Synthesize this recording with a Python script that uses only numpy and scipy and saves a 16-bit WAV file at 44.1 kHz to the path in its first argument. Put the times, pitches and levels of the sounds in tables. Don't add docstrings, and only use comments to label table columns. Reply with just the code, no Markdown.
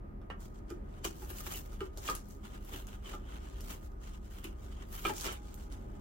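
import sys
import numpy as np
from scipy import signal
from scipy.fft import rfft, irfft, next_fast_len
from scipy.io import wavfile
from scipy.ndimage import uniform_filter1d, map_coordinates

SR = 44100
rng = np.random.default_rng(int(sys.argv[2]) if len(sys.argv) > 2 else 0)


def to_wav(s):
    ch = np.atleast_2d(s).T
    pcm = np.round(np.clip(ch, -1, 1) * 32767)
    wavfile.write(sys.argv[1], SR, pcm.astype(np.int16))


N = 264688


def undb(db):
    return 10 ** (np.asarray(db) / 20)


def level(x, db):
    return x * undb(db) / np.sqrt(np.mean(x ** 2))


def along(table, size):
    hz, value = np.transpose(table)
    bins = np.fft.rfftfreq(size, 1 / SR)
    return np.interp(np.log(bins + 1), np.log(hz), value)


def colour(x, table):
    size = next_fast_len(x.shape[-1])
    shaped = irfft(rfft(x, size) * undb(along(table, size)), size)
    return shaped[..., :x.shape[-1]]


def ports(a, b):
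    # (frequency [Hz], left-right correlation)
    likeness = [(60, 0.98), (130, 0.93), (290, 0.49), (640, -0.5), (1410, -0.45), (3100, 0.17),
                (6820, -0.27), (15000, -0.31)]
    size = next_fast_len(len(a))
    correlation = np.clip(along(likeness, size), -.99, .995)
    mid = irfft(rfft(a, size) * np.sqrt((1 + correlation) / 2), size)
    side = irfft(rfft(b, size) * np.sqrt((1 - correlation) / 2), size)
    return np.array([mid + side, mid - side])[:, :len(a)]


def walk(rate):
    hold = int(SR / rate)
    steps = np.repeat(rng.standard_normal(N // hold + 1), hold)
    smooth = uniform_filter1d(uniform_filter1d(steps, hold), hold)
    return 1.58 * smooth[:N]


def add(track, s, sound):
    i = int(s * SR)
    track[..., i:i + sound.shape[-1]] += sound[..., :N - i]


def tearing():
    # (frequency [Hz], relative level per Hz [dB])
    hiss_shape = [(3000, -7.5), (4200, -1.5), (5200, 0), (6600, 3.5), (8500, 0), (11000, -22)]
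    fizz_shape = [(8000, -34), (10000, -11), (12500, -3), (14500, -6.5), (16500, -2)]
    scrape_shape = [(1500, -5), (2100, -4.5), (2500, -7.5), (3000, -1.5), (3500, -7), (4600, -23)]
    body_shape = [(350, -3), (600, -7.5), (850, -3), (1050, -0.5), (1280, -3), (1450, -1), (1700, -18),
                  (2100, -33)]
    body_db, body_rest_db = -5, -69.5
    hiss_gain, fizz_gain, scrape_gain = rips()
    body_gain = np.hypot(scrape_gain * undb(body_db), undb(body_rest_db))

    fibres = patchiness(ports(*crackle()))
    layers = level(colour(fibres, hiss_shape), 0) * hiss_gain
    layers += level(colour(fibres, fizz_shape), 0) * fizz_gain
    layers += level(colour(fibres, scrape_shape), 0) * scrape_gain * undb(1.5 * walk(60))
    layers += level(colour(fibres, body_shape), 0) * body_gain * undb(1.6 * walk(55))
    return undb(1.4 * walk(50)) * layers


def rips():
    # (full strength at [s], swell before [ms], hold [ms], hiss level [dB],
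    # fizz re hiss [dB], scrape of the flap re hiss [dB])
    bites = [(.405, 8, 58, -67.5, 0, -9), (.545, 8, 30, -74, -6, -7), (.7, 23, 10, -65, -15, 0.5),
             (.9, 53, 103, -77.5, -9, 7.5), (1.047, 8.3, 6.6, -45.5, -6, -2.5),
             (1.22, 69, 8.4, -57, 6.5, -5.5), (1.3, 24, 12, -59, 11.5, 4.5), (1.39, 60, 22, -53.5, 7.5, -5),
             (1.469, 45, 56, -54, 6.5, -2), (1.558, 55, 28, -52, 7, -7), (1.74, 65, 8.1, -62.5, 2.5, -1),
             (1.81, 30, 52, -69.5, -4, 4.5), (1.93, 9.5, 6.9, -73, 0, -2), (1.975, 4.6, 15, -58, -8, -21),
             (2.069, 50, 36, -47, 0.5, -4), (2.152, 6, 4, -52, -7, -15), (2.3, 50, 30, -64, 2, -10),
             (2.45, 25, 18, -66, 0, 6), (2.539, 30, 12, -65.5, -3, 5.5), (2.65, 57, 29, -68.5, 3, 0),
             (2.739, 81, 51, -60, 7, 5.5), (2.868, 30, 85, -68.5, -2, 5.5), (3.071, 36, 78, -61.5, -4, 6),
             (3.312, 51, 54, -67, -18, 10.5), (3.42, 76, 180, -70.5, -9, 5.5),
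             (3.61, 10, 18, -59.5, -8, -6), (3.7, 73, 29, -58, 6, 3), (3.84, 60, 23, -68.5, 3, -5),
             (4.04, 29, 42, -62, -7, 3), (4.14, 47, 16, -69, -6, 2.5), (4.249, 45, 8.5, -70, -3, 2.5),
             (4.31, 10, 93, -68, 4, 4), (4.44, 7.5, 17, -59, -2, 5), (4.64, 72, 18, -68, 0, 3),
             (4.72, 47, 114, -71.5, -13, 7), (4.931, 34, 95, -58.5, 9.5, -1.5), (5.054, 17, 42, -52, 3, 6),
             (5.17, 45, 106, -50, -2, -14), (5.252, 23, 71, -55, -13, 8), (5.43, 23, 110, -66, -6, -1),
             (5.609, 59, 23, -65, -1, -3.5), (5.73, 26, 6.6, -62, -6, 3.5), (5.8, 20, 200, -77, -2, 2.5)]
    swell_db, release_db_per_s = 12.5, 256
    t = np.arange(N) / SR
    power = np.zeros((3, N))
    for s, swell_ms, hold_ms, hiss_db, fizz_db, scrape_db in bites:
        early = 1000 * (s - t) / swell_ms
        late = t - s - hold_ms / 1000
        slope_db = swell_db * np.maximum(early, 0) + release_db_per_s * np.maximum(late, 0)
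        shape = undb(hiss_db - slope_db)
        power += (shape * undb([[0], [fizz_db], [scrape_db]])) ** 2
    return np.sqrt(power)


def crackle(rate=900., scatter_db=4.5, smear_s=.001, bed_db=4.0):
    struck = rng.random(N) < rate / SR
    size_db = np.minimum(scatter_db * rng.exponential(size=N), 18.)
    puffs = signal.lfilter([1], [1, -np.exp(-1 / (smear_s * SR))], struck * undb(size_db))
    return (level(puffs, 0) + undb(bed_db)) * rng.standard_normal((2, N))


def patchiness(x, depth_db=3.5, hold_frames=3.0, hold_bins=1.5):
    z = signal.stft(x, nperseg=512)[2]
    grid = rng.standard_normal((260, 1100))
    rows, cols = np.meshgrid(np.arange(z.shape[1]) / hold_bins, np.arange(z.shape[2]) / hold_frames,
                             indexing="ij")
    gain_db = depth_db * map_coordinates(grid, [rows, cols], order=1)
    return signal.istft(z * undb(gain_db), nperseg=512)[1][:, :N]


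def knocks(scatter_db=3.5, detune=0.027, strike=2.84, thud_top_hz=480., push_s=0.0014):
    # (time [s], peak of the upper modes [dB], brightest frequency [Hz],
    # hollow thud re that peak [dB])
    tugs = [(0.216, -54, 1140, -18), (0.301, -32, 1620, -41), (0.325, -50, 1440, -32),
            (0.702, -44.5, 1390, 5.5), (1.045, -32, 2800, -5), (1.22, -41.5, 850, -6),
            (1.303, -42, 1180, -5), (1.404, -43, 1250, -19), (1.466, -34.5, 1580, -14.5),
            (1.506, -43, 3330, -14), (1.542, -38.5, 2760, -11.5), (1.806, -34.5, 1190, 1),
            (1.974, -46.5, 861, -7), (2.077, -29.5, 2960, -28), (2.088, -24.5, 1350, -15),
            (2.117, -40, 1340, -8), (2.733, -44.5, 930, 1.5), (3.058, -44.5, 2940, -6.5),
            (3.137, -37.5, 950, -8.5), (4.442, -38.5, 3150, -3), (5.051, -22, 1900, -12.5),
            (5.095, -31.5, 730, -6.5), (5.25, -41.5, 3360, -1), (5.283, -32, 2220, -18)]
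    # (nominal frequency [Hz], relative level [dB], 60 dB decay time before limits [s])
    modes = [(199, -6, 0.21), (310, 3, 0.03), (337, 7, 0.084), (379, 12.5, 0.054), (385, -32, 0.15),
             (634, -13, 0.15), (706, -5.5, 0.0085), (847, -2.5, 0.1), (1002, -23, 0.15), (1217, -3, 0.062),
             (1346, -1, 0.046), (1580, -7.5, 0.11), (1775, -8.5, 0.035), (2227, -15, 0.22),
             (2390, -3, 0.12), (2574, 1.5, 0.018), (2930, 5, 0.05), (3090, 2, 0.033), (3280, -2.5, 0.22),
             (4030, -11.5, 0.0093)]
    tug_ms = 13.6
    below_db_per_octave, above_db_per_octave = 9, 17
    thud_lag_s, thud_bloom_s = .006, .008

    out, t = np.zeros((2, N)), np.arange(4096) / SR
    mode_hz, mode_db, t60 = np.transpose(modes)
    low = mode_hz < thud_top_hz
    push = np.hanning(int(push_s * SR))
    t60 = np.clip(t60, np.where(low, .055, .01), np.where(low, .075, .04))
    fade = np.exp(-np.log(1000) * t / t60[:, None])
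    chance = rng.standard_normal((len(tugs), 3 + 3000 // len(modes), len(modes)))
    for (s, db, bright_hz, thud_db), draw in zip(tugs, chance):
        hz = mode_hz * (1 + detune * draw[2])
        octaves = np.log2(hz / bright_hz)
        tilt_db = np.maximum(above_db_per_octave * octaves, -below_db_per_octave * octaves)
        gain = undb(mode_db - tilt_db * ~low + scatter_db * draw[0])
        tug = draw[3:].ravel()
        tug = tug * np.exp(-1000 * t[:tug.size] / tug_ms)
        tug[:40] *= strike
        for port in range(2):
            turn = port * draw[1] * np.minimum(hz / 1180.0, 2)
            rings = gain[:, None] * fade * np.sin(2 * np.pi * hz[:, None] * t + turn[:, None])
            upper = signal.fftconvolve(rings[~low].sum(axis=0), tug)
            bloom = 1 - np.exp(-t / thud_bloom_s)
            thud = signal.fftconvolve(rings[low].sum(axis=0) * bloom, push)
            add(out[port], s, undb(db) * upper / abs(upper).max())
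            add(out[port], s + thud_lag_s, undb(db + thud_db) * thud / abs(thud).max())
    return out


def snaps(decay_s=.0004, onset_s=.0016, alike=.7):
    # (time [s], peak before panning [dB], centre frequency [Hz],
    # left minus right [dB])
    fibres = [(0.4043, -45, 6940, -3), (0.702, -40.5, 5140, -18), (1.0426, -30, 4620, 4),
              (1.0485, -20.5, 5370, -4), (1.301, -34.5, 11900, -2), (1.3934, -41, 8440, 1.0),
              (1.465, -32, 11000, 4), (1.9727, -32.5, 6000, 1.0), (2.15, -27, 10900, 7),
              (2.2851, -47, 12200, 9), (2.6478, -43, 11600, -3), (2.7326, -36, 7150, 1),
              (2.8685, -39.5, 6590, 8), (3.1365, -52, 6570, 5), (3.6064, -33, 5840, 0),
              (4.4415, -36.5, 3640, 17), (5.164, -29, 6500, -5), (5.1805, -26, 6300, -4),
              (5.2088, -28, 3730, -14), (5.2409, -36, 6800, -16), (5.252, -27, 6270, -6),
              (5.3228, -32.5, 10700, -14), (5.5409, -39.5, 6860, -21), (5.7225, -42.5, 4000, -14)]
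    out, t = np.zeros((2, N)), np.arange(512) / SR
    chance = rng.standard_normal((len(fibres), 3, 512))
    shape = np.where(t < onset_s, 0, np.exp(-(t - onset_s) / decay_s))
    for (s, db, hz, pan_db), noise in zip(fibres, chance):
        burst = (alike * noise[0] + (1 - alike) * noise[1:]) * shape
        tone = colour(burst, [(1300, -40), (2700, -7), (hz * .7, -7), (hz, 0), (hz * 1.4, -7)])
        sides_db = db + np.array([[pan_db], [-pan_db]]) / 2
        add(out, s, tone / np.abs(tone).max() * undb(sides_db))
    return out


def ring(start_s=5.1, ring_hz=830, ring_db=-66, t60_s=12.0):
    t = np.maximum(np.arange(N) / SR - start_s, 0)
    swell = 1 - np.exp(-t / .03)
    decay = np.exp(-np.log(1000) * t / t60_s)
    strength = undb(ring_db + 2.5 * walk(20))
    turns = np.cumsum(ring_hz + 5.0 * walk(15)) / SR
    port_phase = np.array([[0], [1.5]])
    return np.sqrt(2) * swell * decay * strength * np.sin(2 * np.pi * turns + port_phase)


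def room(x, t60_s=.22, tail_db=1.5):
    t = np.arange(int(.4 * SR)) / SR
    low = ports(*rng.standard_normal((2, len(t))))
    high = ports(*rng.standard_normal((2, len(t))))
    tail = colour(low, [(2000, -1.5), (6000, -21)]) * np.exp(-np.log(1000) * t / t60_s)
    tail += colour(high, [(2000, -22), (6000, 2.5)]) * np.exp(-np.log(1000) * t / (0.64 * t60_s))
    tail *= t > .002
    tail *= undb(tail_db) / np.sqrt(np.sum(tail ** 2) / 2)
    source = x.mean(axis=0)[None]
    return x + signal.fftconvolve(source, tail, axes=1)[:, :N]


def air(air_db=-48):
    # (frequency [Hz], relative level per Hz [dB])
    air_shape = [(24, -38), (40, -1), (63, -5), (155, -17.5), (320, -17.5), (455, -26), (585, -24.5),
                 (990, -31.5), (1240, -42), (1410, -38.5), (1850, -41), (3740, -60), (9220, -69),
                 (11600, -62), (16000, -64)]
    # (centre frequency [Hz], bandwidth or, for the first, pitch waver [Hz], level [dB])
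    hums = [(35.65, 0.13, -50), (56.5, 27.5, -52), (203.1, 20, -61), (388.5, 48, -63.5),
            (1235.6, 43, -68.5)]
    noise = ports(*rng.standard_normal((2, N)))
    out = level(colour(noise, air_shape), air_db) * undb(.9 * walk(3))
    bins = np.fft.rfftfreq(N, 1 / SR)
    for hz, width_hz, db in hums[1:]:
        resonance = 1 / (1 + (2 * (bins - hz) / width_hz) ** 2)
        band = irfft(rfft(ports(*rng.standard_normal((2, N)))) * resonance, N)
        out = out + level(band, db)
    hz, waver_hz, db = hums[0]
    turns = np.cumsum(hz + waver_hz * walk(1.19)) / SR
    return out + np.sqrt(2) * undb(db + 0.17 * walk(4.9)) * np.sin(2 * np.pi * turns)


def scene():
    return tearing() + room(knocks() + snaps()) + ring() + air()


def record(dry):
    # (frequency [Hz], left minus right [dB])
    treble_lean = [(2000, 0), (6000, -1), (9000, 2.5), (14000, 2)]
    top_hz = 15900
    hz, lean_db = np.transpose(treble_lean)
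    left = colour(dry[0], np.c_[hz, lean_db / 2])
    right = colour(dry[1], np.c_[hz, -lean_db / 2])
    low_pass = signal.ellip(10, .2, 75, top_hz, fs=SR, output="sos")
    return signal.sosfilt(low_pass, [left, right])


dry = scene()
out = record(dry)
to_wav(out)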